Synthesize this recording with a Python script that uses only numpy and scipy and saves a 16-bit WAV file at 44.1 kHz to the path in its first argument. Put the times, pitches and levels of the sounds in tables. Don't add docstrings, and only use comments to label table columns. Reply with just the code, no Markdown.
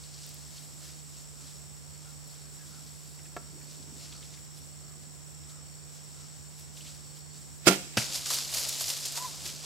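import sys
import numpy as np
from scipy import signal
from scipy.fft import rfft, irfft, next_fast_len
from scipy.io import wavfile
from scipy.ndimage import uniform_filter1d, map_coordinates

SR = 44100
rng = np.random.default_rng(int(sys.argv[2]) if len(sys.argv) > 2 else 0)


def transcribe(u):
    v = np.clip(np.atleast_2d(u).T, -1, 1)
    q = np.round(v * 32767).astype(np.int16)
    wavfile.write(sys.argv[1], SR, q)


def how_loud(loudness_db):
    steps = np.asarray(loudness_db, float) / 20
    return 10 ** steps


N = 425549
TIME = np.arange(N) / SR
BOLT_S = 7.99


def unit(x):
    return x / np.sqrt(np.mean(x ** 2) + 1e-20)


def noise():
    return rng.standard_normal((2, N))


def along(points, hz):
    f, v = np.transpose(points)
    return np.interp(np.log(hz + 1), np.log(f + 1), v)


def curves(rows):
    s, *cols = np.transpose(rows)
    return [np.interp(TIME, s, c, left=-120, right=-120) for c in cols]


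def wobble(rate):
    return map_coordinates(rng.standard_normal(int(N * rate / SR) + 4), [TIME * rate])


def filtered(x, response):
    m = next_fast_len(x.shape[-1] + 8192, real=True)
    return irfft(rfft(x, m) * response(np.fft.rfftfreq(m, 1 / SR)), m)[..., :x.shape[-1]]


def spread(pair, spectrum, alike):
    def shares(hz):
        turn = np.arccos(np.clip(along(alike, hz), -1, 1)) / 2
        return how_loud(along(spectrum, hz)) * [np.cos(turn), np.sin(turn)]
    mid, side = filtered(pair, shares)
    return unit(np.array([mid + side, mid - side]))


def onset(t, rise):
    return 1 - np.exp(-t / rise)


def ring(modes, t):
    return sum(how_loud(db + rng.normal(0, 2) - 60 * t / t60) * np.sin(2 * np.pi * hz * t)
               for hz, db, t60 in modes)


def add(track, s, sound):
    start = round(s * SR)
    track[..., start:start + sound.shape[-1]] += sound[..., :N - start]


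def swells(start, db, fade, rise, hold=0):
    grid = np.arange(0, N / SR + .002, .001)
    start, fade, hold = (np.reshape(v, (-1, 1)) for v in (start, fade, hold))
    before = np.maximum(start - grid, 0) / (rise * fade)
    after = np.maximum(grid - start - hold, 0) / fade
    return np.interp(TIME, grid, np.sqrt(how_loud(db) ** 2 @ how_loud(-20 * (before + after)) ** 2))


def echo(x):
    # frequency in Hz, t60 in seconds.
    trees = [(200, 0.29), (2000, 0.49), (8000, 1), (15000, 0.37)]
    hz, t, z = signal.stft(rng.standard_normal((2, SR // 2)), SR, nperseg=256)
    tail = signal.istft(z * how_loud(-60 * t / along(trees, hz)[:, None]), SR, nperseg=256)[1]
    late = np.pad(x, (500, 0))[None]
    return signal.fftconvolve(late, tail / np.linalg.norm(tail[0]), axes=1)[:, :N]


def woods():
    # frequency in Hz, density in dB per Hz.
    colour = [(15, -48), (25, -29), (59, -14), (102, -9.5), (148, -6.5), (174, -11.5), (200, -11.5),
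              (2520, -24), (4950, -22), (5520, -15.5), (6140, -26), (7830, -15), (9460, -30.5),
              (14600, -50), (15800, -55)]
    # frequency in Hz, left-right likeness.
    alike = [(60, 0.88), (130, 0.27), (300, 0.36), (640, 0.15), (3000, 0.16), (15000, 0.97)]
    # start in seconds, level in dB, fade in seconds.
    gusts = [(.3, -67, 1.5), (.78, -60, 0.81), (1.37, -66, 0.67), (2.69, -61, .5), (3.5, -52, 1.04),
             (3.8, -60, 1), (4.11, -55, 0.4), (5.05, -62, 2.6), (6.86, -61, 0.8), (8.03, -54, 2.2),
             (9.2, -60, 2.4), (9.46, -50.5, .3)]
    floor = how_loud(-53.5 + 0.26 * wobble(1.95)) * spread(noise(), colour, alike)
    low_air = [(60, -45), (170, -4.5), (300, -2.5), (600, -18.0), (1200, -37)]
    stir = spread(noise(), low_air, [(300, 1.0)])
    drone = spread(noise(), [(45, -50), (66, -20), (76, -9), (88, -16.0), (130, -60)], [(76, 0.97)])
    drum_hz = 150 / 1.001
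    hum = np.array([[how_loud(-52.5)], [-how_loud(-43)]]) * np.sin(2 * np.pi * drum_hz * TIME)
    s, db, fade = np.transpose(gusts)
    stir_gain = swells(s, db, fade, 0.36) * how_loud(-4.5 + 2.7 * wobble(9.9))
    return floor + stir_gain * stir + how_loud(-62.0) * drone + hum


def singer(hz, glide, life, rate, jitter, left_db, right_db, skips=(), uneven_db=1.0):
    marks = np.array([-1, *skips, N / SR + 1]) - life / 6
    missed = np.cumsum(np.round(np.diff(marks, prepend=-2) * rate))
    beat = np.floor(np.interp(TIME, marks, missed) + jitter * wobble(6.5) + 1e-6)
    strokes = (np.diff(beat, prepend=beat[0]) > 0) * ~np.isin(beat, missed)
    strokes = strokes * how_loud(uneven_db * (wobble(40) + wobble(5) / 2))
    age = np.arange(SR // 20) / SR / life
    pitch = hz * (1 + glide * (5 * age - 1))
    stroke = age ** 2 * np.exp(-12 * age) * np.sin(2 * np.pi * np.cumsum(pitch) / SR)
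    return unit(signal.oaconvolve(strokes, stroke)[:N]) * how_loud([[left_db], [right_db]])


def insects():
    # pitch in Hz, glide share, stroke life in seconds, pulses per second,
    # jitter in strokes, left level in dB, right level in dB.
    cricket = (5600, -.045, .016, 71, .03, -59, -65)
    katydid = (7740, .035, .05, 26.5, .22, -69, -60)
    skips = [.061, .231, .336, .793, 1.033, 1.11, 1.343, 1.499, 1.739, 1.81, 2.063, 2.47, 2.625, 3.105,
             3.261, 4.42, 4.66, 4.744, 4.835, 4.911, 4.996, 5.081, 5.165, 5.25, 5.334, 5.503, 6.496, 7.234,
             7.318, 7.403, 7.487, 7.571]
    # start in seconds, hold in seconds, level in dB.
    chirps = [(0, 0.65, -63.5), (.83, 0.22, -65), (1.36, .17, -66), (1.8, 0.15, -61), (2.198, .26, -61),
              (2.75, 0.41, -63), (3.33, 0.46, -61), (4.0, 0.16, -59), (4.62, .26, -63), (5.03, .03, -66),
              (5.67, .18, -61), (6.25, 0.26, -65), (7.07, 0.27, -60), (7.5, .03, -68)]
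    # frequency in Hz, density in dB per Hz.
    many = [(6300, -30), (6900, -7.5), (7700, -4), (8300, -7), (9000, -22)]
    chorus = how_loud(-54.0 + 0.99 * wobble(20)) * spread(noise(), many, [(7000, 0.4)])
    far_colour = [(4100, -40), (4300, -3), (4450, -1), (4600, -2), (4800, -36)]
    blur = spread(noise(), far_colour, [(4400, 0.72)])
    near = how_loud(0.8) * singer(*cricket, skips) + how_loud(1.7) * singer(*katydid)
    s, hold, db = np.transpose(chirps)
    pulses = how_loud(5 * np.cos(2 * np.pi * 19 * TIME) - 4.0)
    return near + swells(s, db - 2.0, 0.21, 0.66, hold) * pulses * blur + chorus


def crackle(density):
    size_db = np.minimum(2.2 * rng.exponential(size=(2, N)), 9)
    clicks = (rng.random((2, N)) < density / SR) * how_loud(size_db) * rng.choice([-1, 1], (2, N))
    clumps = how_loud(.5 * wobble(70) + 1.3 * wobble(300))
    return (noise() + .8 * unit(clicks)) * clumps


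def snapping():
    # time in seconds, peak in dB, pitch in Hz.
    twigs = [(0.0335, -46, 4410), (0.1374, -44, 4840), (0.231, -44, 4890), (0.5786, -48, 3910),
             (3.189, -52, 2150), (3.253, -52.5, 1950), (3.6102, -55, 2000), (3.7085, -48, 4230),
             (3.824, -48, 4780), (4.123, -44, 3400), (4.2256, -47, 3300), (4.007, -52, 3100),
             (4.055, -50.5, 3100), (.82, -53, 1500), (.845, -54, 1700), (.89, -54, 2000),
             (4.3374, -49, 4930), (5.4324, -58, 3400), (6.7695, -47, 3300), (6.805, -47, 3140),
             (6.8649, -46, 3250), (6.849, -52, 2600), (6.882, -52, 4200), (1.953, -58, 2400),
             (2.043, -58, 3100), (4.337, -51, 2500), (4.372, -56, 2380)]
    ticks = [(0.266, -35, 12900), (0.2922, -38, 12900), (0.3446, -39, 13000), (2.2766, -37, 13600),
             (6.5964, -41, 12300), (7.1571, -50, 12300), (7.1896, -49, 12400), (7.5797, -48, 10600),
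             (8.3428, -21, 10000), (8.343, -23, 6000), (8.6884, -22, 11000), (8.6886, -24, 6500),
             (8.6925, -23, 10500), (8.6924, -19, 7000), (8.062, -36, 11000), (9.122, -32, 8000),
             (8.1249, -29.5, 3810), (8.3874, -22, 5500), (8.7258, -24, 4860), (8.761, -27.5, 5490),
              (8.8024, -27, 3810), (8.842, -21.5, 5020), (8.9744, -26, 6500), (9.0555, -29, 6900),
              (8.9015, -20, 5000), (8.3105, -22, 5200), (8.57, -23, 5500), (8.505, -30, 5500),
              (8.5225, -30, 5500), (9.1238, -29, 7500), (9.2247, -30, 6000), (9.4635, -28, 5300),
              (9.563, -34, 5500), (9.645, -34, 5500), (8.305, -25, 7500), (8.5385, -28, 4800),
              (8.5535, -25, 5500), (9.176, -26, 5500)]
    sticks = [(7.9805, -27.5, 6900), (8.015, -36, 2400), (8.258, -43, 1500), (8.304, -36.5, 1250),
              (8.315, -43, 620), (8.35, -43, 620), (8.384, -42, 1250), (8.545, -40, 2630),
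              (8.585, -44, 2900), (8.81, -44, 700), (8.9, -44, 1000), (9.0545, -28.5, 6900),
              (9.078, -35, 7000), (9.172, -43, 1500), (9.46, -41, 2800), (9.49, -38, 3100)]
    # breaks, t60 in seconds, rise in seconds, resonance width over pitch.
    kinds = [(twigs, 0.05, 0.0027, 0.66), (ticks, 0.0046, 0.00023, .85),
             (sticks, 0.048, 0.0027, 0.73)]
    snaps, t = np.zeros(N), np.arange(SR // 4) / SR
    for breaks, t60, rise, width in kinds:
        for s, db, hz in breaks:
            grit = filtered(rng.standard_normal(len(t)),
                            lambda f: (1j * f * hz / (hz * hz - f * f + 1j * f * width * hz)) ** 2)
            add(snaps, s, how_loud(db + 3.5 - 60 * t / t60) * onset(t, rise) * unit(grit))
    return snaps


def walking():
    # start in seconds, rustle in dB, brightness in dB, fade in seconds.
    steps = [(.05, -64, -12, 0.6), (.24, -57, -4, 0.53), (.57, -59, 5, .3), (.85, -56.5, 2, 0.29),
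             (1.17, -61.5, -4, .35), (1.47, -59, 0, 0.3), (1.68, -79, -4, 0.093), (1.78, -71, -3, .1),
             (2.06, -66, 2, 0.44), (2.33, -62, 3, 0.22), (2.7, -63, 3, 0.69), (2.87, -62.5, 2, 0.08),
             (3.05, -66.5, 7, 0.68), (3.25, -71, 2, 0.19), (3.37, -66, -9, 0.031), (3.48, -70, -9, 0.13),
             (3.71, -60.5, -1, 0.29), (4.03, -56, -2, 0.22), (4.14, -60.5, -2, .15), (4.24, -60, -5, 0.13),
             (4.33, -59.5, -1, 0.17), (4.58, -61, 9, 0.11), (5.03, -61, 1, .03), (5.5, -60, 1, 0.066),
             (5.96, -63, 2, 0.18), (6.2, -62.5, -3, 0.39), (6.6, -61, 7, 0.14), (6.78, -58, 4, 0.12),
             (6.88, -56.5, -1, 0.27), (7.17, -60, 3, .08), (7.36, -62.5, -13, .15), (7.47, -67, -3, .3)]
    s, db, bright_db, fade = np.transpose(steps)
    return [swells(s, db + more_db, fade, 0.63) for more_db in (7, bright_db - 5.5)]


def leaves():
    # frequency in Hz, density in dB per Hz.
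    dry_leaves = [(710, -33), (1200, -16), (1750, -13.5), (3300, -5), (4820, 0.5), (6250, -2.5), (7190, -1),
                  (8180, -5.5), (12600, -19), (14800, -40), (15800, -60)]
    # frequency in Hz, density in dB per Hz.
    soft_ground = [(150, -31), (250, -11), (634, 3.5), (823, -1), (1300, -3), (1800, -11), (2600, -44),
                   (4400, -120)]
    # time in seconds, level in dB.
    canopy = [(0, -70), (2.4, -68.5), (3.3, -68), (3.7, -72), (6.4, -90), (7.6, -91)]
    alike = [(300, 0.89), (1400, 0.85), (7000, 0.92), (15000, 0.89)]
    body = spread(crackle(4000), dry_leaves, alike)
    treble = [(6000, -22), (9500, 1), (13000, 0.0), (14900, -8), (15800, -27)]
    crisp = spread(crackle(3000), treble, alike)
    paws = spread(crackle(1600), soft_ground, alike)
    walk, walk_crisp = walking()
    weight, weight_crisp, weight_paw = bolting()
    litter = (walk + weight) * body
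    litter += (np.hypot(walk_crisp, how_loud(curves(canopy)[0])) + weight_crisp) * crisp
    litter += (weight_paw + how_loud(-17) * walk) * paws
    snaps = snapping()
    return litter + snaps + how_loud(-9.5) * echo(snaps)


def crow():
    # middle in seconds, pitch in Hz, level in dB.
    caws = [(1.42, 1303, -63), (2.08, 1415, -61), (2.6, 1680, -61), (2.74, 1404, -58.5), (3.45, 1384, -61),
            (4.18, 1320, -58.5), (4.879, 1290, -61), (5.55, 1306, -60), (6.199, 1340, -61),
            (6.88, 1350, -71)]
    calls, u = np.zeros(N), np.linspace(-1, 1, SR // 6)
    for s, hz, db in caws:
        pitch = hz * (1 - 0.0986 * u ** 2 - 0.042 * u)
        hoarse = unit(uniform_filter1d(rng.standard_normal(len(u)), size=170)) + 0.67
        tone = np.sin(2 * np.pi * np.cumsum(pitch) / SR)
        add(calls, s - 1 / 12, how_loud(db - 5.0) * (1 - u ** 2) * hoarse * tone)
    return calls


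def limb_knock():
    # frequency in Hz, level in dB, t60 in seconds.
    modes = [(397, -7, 0.092), (500, -5, .03), (612, 3.5, 0.03), (700, -0.5, 0.034), (916, 0, 0.021),
             (1130, -2, 0.028), (1346, -7, 0.07), (1710, -0.5, 0.027), (2110, -4, 0.022), (2640, -8, 0.023),
             (3100, -13, .02), (4200, -19, .012)]
    # time in seconds, level in dB.
    taps = [
        (3.3642, -47),
        (3.3657, -32.5),
        (3.37, -47),
        (3.377, -49),
    ]
    t, taps_heard = np.arange(SR // 2) / SR, np.zeros(N)
    for s, db in taps:
        dull = uniform_filter1d(rng.standard_normal(len(t)), size=16)
        tap = ring(modes, t) * onset(t, 0.0004) + 3 * how_loud(-60 * t / 0.039) * dull
        add(taps_heard, s, how_loud(db) * tap)
    return taps_heard


def twang(t):
    # multiple of its pitch, level in dB.
    partials = [(2, 2), (3, -4), (4, 2), (5, -9), (6, -13), (7, -5), (8, -7), (9, -9)]
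    pitch_hz, t60 = 97.5, 0.21
    swing = sum(how_loud(db - 60 * t / t60 * (1 + 0.041 * k)) * np.cos(2 * np.pi * k * pitch_hz * t)
                for k, db in partials)
    return -how_loud(-21.5) * swing * (1 - np.exp(-(t / 0.013) ** 2))


def string_slaps():
    # time in seconds, ring in dB, clatter in dB.
    slaps = [(7.6677, -29, -18.5), (7.6706, -14, -14.5), (7.6768, -19.5, -14.5), (7.679, -34, -16),
             (7.684, -29, -19), (7.688, -32, -25), (7.693, -31, -27), (7.7, -31, -29), (7.71, -29, -24),
             (7.7215, -40, -29), (7.7303, -36, -31), (7.741, -49, -37), (7.758, -37, -39),
             (7.79, -40.5, -57)]
    # frequency in Hz, level in dB, t60 in seconds.
    limbs = [(189, -2, 0.12), (295, 3, 0.049), (341, 6.5, 0.058), (455, -2, 0.075), (647, -2.5, 0.058),
             (715, -7.5, 0.15), (529, -3.5, 0.11)]
    # frequency in Hz, level in dB, t60 in seconds.
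    grip = [(1000, -12, 0.064), (1385, 1.5, 0.073), (2250, 0.5, 0.042), (2740, -26, 0.04), (3080, -18, .05),
            (4130, -8, .04), (4950, 4, 0.027), (5700, -5, 0.025), (7440, 2, .04), (11000, -14, 0.07)]
    t = np.arange(SR // 2) / SR
    frame, clatter_gain = np.zeros(N), np.zeros(N)
    for s, ring_db, clatter_db in slaps:
        tired_db = 150 * (s - slaps[0][0])
        limb_ring = -how_loud(ring_db - 3.5) * ring(limbs, t)
        grip_ring = how_loud(clatter_db - 6.5 - tired_db) * ring(grip, t) * onset(t, .004)
        add(frame, s, (limb_ring + grip_ring) * onset(t, 0.0016))
        add(clatter_gain, s, how_loud(clatter_db - 60 * t / 0.034) * onset(t, 0.00078))
    add(frame, 7.6897, twang(t))
    return frame, clatter_gain


def bow():
    # time in seconds, level in dB.
    whoosh = [
        (7.62, -63),
        (7.655, -48.5),
        (7.661, -34),
        (7.672, -27),
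        (7.745, -35.5),
        (7.8, -50),
        (7.9, -58.5),
        (7.99, -47.5),
    ]
    # frequency in Hz, density in dB per Hz.
    rush = [(300, -2), (1000, -7), (2500, -3), (6000, -8.5), (11000, -14), (14000, -11), (15800, -27)]
    # frequency in Hz, density in dB per Hz.
    rattle = [(290, -7.5), (500, -12), (687, -8), (878, -23), (1370, -7), (1840, -19), (2280, -8.5),
              (3830, -18.5), (7670, -14), (15800, -31)]
    # frequency in Hz, left minus right in dB.
    balance = [(60, -9), (180, 1), (550, -3), (1650, -8), (4970, -15.5), (15000, -3)]
    # frequency in Hz, left-right likeness.
    alike = [(60, 0.98), (180, 0.89), (550, 0.78), (1650, 0.41), (4970, 0.28), (15000, 0.13)]
    tapping = limb_knock()
    frame, clatter_gain = string_slaps()
    rush_db, = curves(whoosh)
    clatter = clatter_gain * spread(noise(), rattle, alike)
    clatter += how_loud(rush_db) * spread(noise(), rush, alike)

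    def to_ports(hz):
        lag_s = .00008
        lag = np.exp(-1j * np.pi * hz * lag_s * np.array([[1], [-1]]))
        return how_loud(along(balance, hz) * [[.5], [-.5]]) * lag
    near = filtered(frame + clatter, to_ports)
    return near + tapping * how_loud([[-.6], [.6]]) + how_loud(-14.5) * echo(near.mean(0) + 1.3 * tapping)


def arrow():
    # time in seconds, crack in dB, thump in dB, t60 in seconds.
    hits = [
        (7.971, -16.5, -22, 0.021),
        (7.9747, -16, -20, 0.016),
        (7.9803, -21, -18.5, 0.02),
        (7.984, -26, -38, 0.077),
    ]
    # frequency in Hz, density in dB per Hz.
    crack_colour = [(150, -38), (250, -6), (660, 0), (1070, -12), (1600, 4), (1900, -6), (2600, 4),
                    (4000, -5.5), (5030, 1.5), (7500, -10), (13500, -21), (15800, -29)]
    # frequency in Hz, level in dB, t60 in seconds.
    soil = [(123, 2, 0.055), (196, -5, 0.033), (467, -16, 0.02)]
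    # time in seconds, level in dB.
    shaft = [
        (7.9706, -18),
        (7.9743, -15.5),
    ]
    t, hit = np.arange(SR // 4) / SR, np.zeros(N)
    for s, crack_db, thump_db, t60 in hits:
        crack = unit(filtered(rng.standard_normal(len(t)), lambda hz: how_loud(along(crack_colour, hz))))
        thump = how_loud(thump_db) * ring(soil, t) * onset(t, 0.0017)
        add(hit, s, how_loud(crack_db - 60 * t / t60) * crack - thump)
    for s, db in shaft:
        add(hit, s, how_loud(db - 60 * t / 0.0091) * np.sin(2 * np.pi * 513 * t))
    return hit + how_loud(-10.0) * echo(hit)


def bolting():
    # start in seconds, rustle in dB, brightness in dB, paw in dB, fade in seconds.
    bounds = [(7.995, -26.5, -10, -12.5, 0.17), (8.15, -28.5, -4, -20, 0.14), (8.334, -24, -5, -18, 0.22),
              (8.575, -26.5, -1.5, -15, 0.23), (8.64, -29.5, -8, -18.5, 0.37),
              (8.806, -29.5, -2, -18.5, 0.22), (8.89, -29, -2.5, -18, 0.19), (9.03, -34, -6, -19, 0.43),
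              (9.17, -29.5, -4.5, -13.5, 0.088), (9.25, -37.5, -3.5, -8.5, 0.29),
              (9.466, -32.5, -6.5, -17.5, 0.17), (9.65, -36.5, -8, -6, .1)]
    # time in seconds, peak in dB, t60 in seconds.
    strides = [(8.122, -28, .04), (8.1465, -21, .06), (8.155, -25, 0.06), (8.257, -24, 0.14),
               (8.302, -15, 0.053), (8.3424, -32, 0.025), (8.5216, -30, 0.086), (8.537, -23.5, 0.1),
               (8.5694, -32, 0.066), (8.31, -25, .04), (8.3265, -33, 0.04), (9.172, -26, .06),
               (9.222, -34, .05), (8.6911, -28, .06), (8.7256, -27, 0.062), (8.8064, -20, 0.057),
               (8.879, -26, 0.1), (8.898, -23, 0.066), (8.9745, -35, .05), (9.052, -16, 0.034),
               (9.058, -28, 0.036), (9.1214, -30, .07), (9.1526, -32, 0.054), (9.452, -32, 0.054),
               (9.462, -39, 0.056)]
    s, db, bright_db, paw_db, fade = np.transpose(bounds)
    settle = how_loud(-37.5 - 2.5 * (TIME - BOLT_S))
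    run, run_crisp, run_paw = (np.hypot(swells(s, db + leap_db, fade, 0.51), settle * how_loud(settle_db))
                               for leap_db, settle_db in ((0, 0), (bright_db, -11), (paw_db, -14)))
    weight, t = how_loud(-5.5) * run, np.arange(SR // 4) / SR
    for s, db, t60 in strides:
        add(weight, s, how_loud(db - 11 - 60 * t / t60) * onset(t, 0.0036))
    weight *= TIME > BOLT_S
    return weight, weight * how_loud(-4.5) * run_crisp / run, weight * how_loud(-1.5) * run_paw / run


def yelp():
    # start in seconds, hold in seconds, pitch in Hz, level in dB.
    cries = [
        (9.176, 0.012, 924, -41.5),
        (9.204, 0.032, 1000, -42),
        (9.246, 0.016, 988, -38),
    ]
    s, hold, hz, db = np.transpose(cries)
    end = s[-1] + hold[-1]
    sag = 2800 * (np.maximum(s[0] - TIME, 0) + np.maximum(TIME - end, 0))
    pitch_hz = np.maximum(np.interp(TIME, s + hold / 2, hz) - sag, 0)
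    gain = swells(s, db, 0.013, 0.45, hold) + swells([end], [-56], .04, .2, 0.022)
    phase = 2 * np.pi * np.cumsum(pitch_hz * (1 + 0.0093 * wobble(80))) / SR
    voice = np.sin(phase) + 0.055 * np.sin(2 * phase)
    cry = np.sqrt(2) * gain * how_loud(1.2 * wobble(90)) * voice
    return cry + how_loud(-15) * echo(cry)


def scene():
    blows = filtered(bow() + arrow(), lambda hz: (1j * hz / (85 + 1j * hz)) ** 2)
    return woods() + insects() + leaves() + crow() + blows + yelp()


def band_limit(x):
    return signal.sosfilt(signal.butter(12, 16530, fs=SR, output="sos"), x)


def record(dry):
    ceiling, top_hz = 1.05, 15800
    held = dry / (1 + np.abs(dry / ceiling) ** 6) ** (1 / 6)
    return band_limit(filtered(held, lambda hz: hz < top_hz))


dry = scene()
out = record(dry)
transcribe(out)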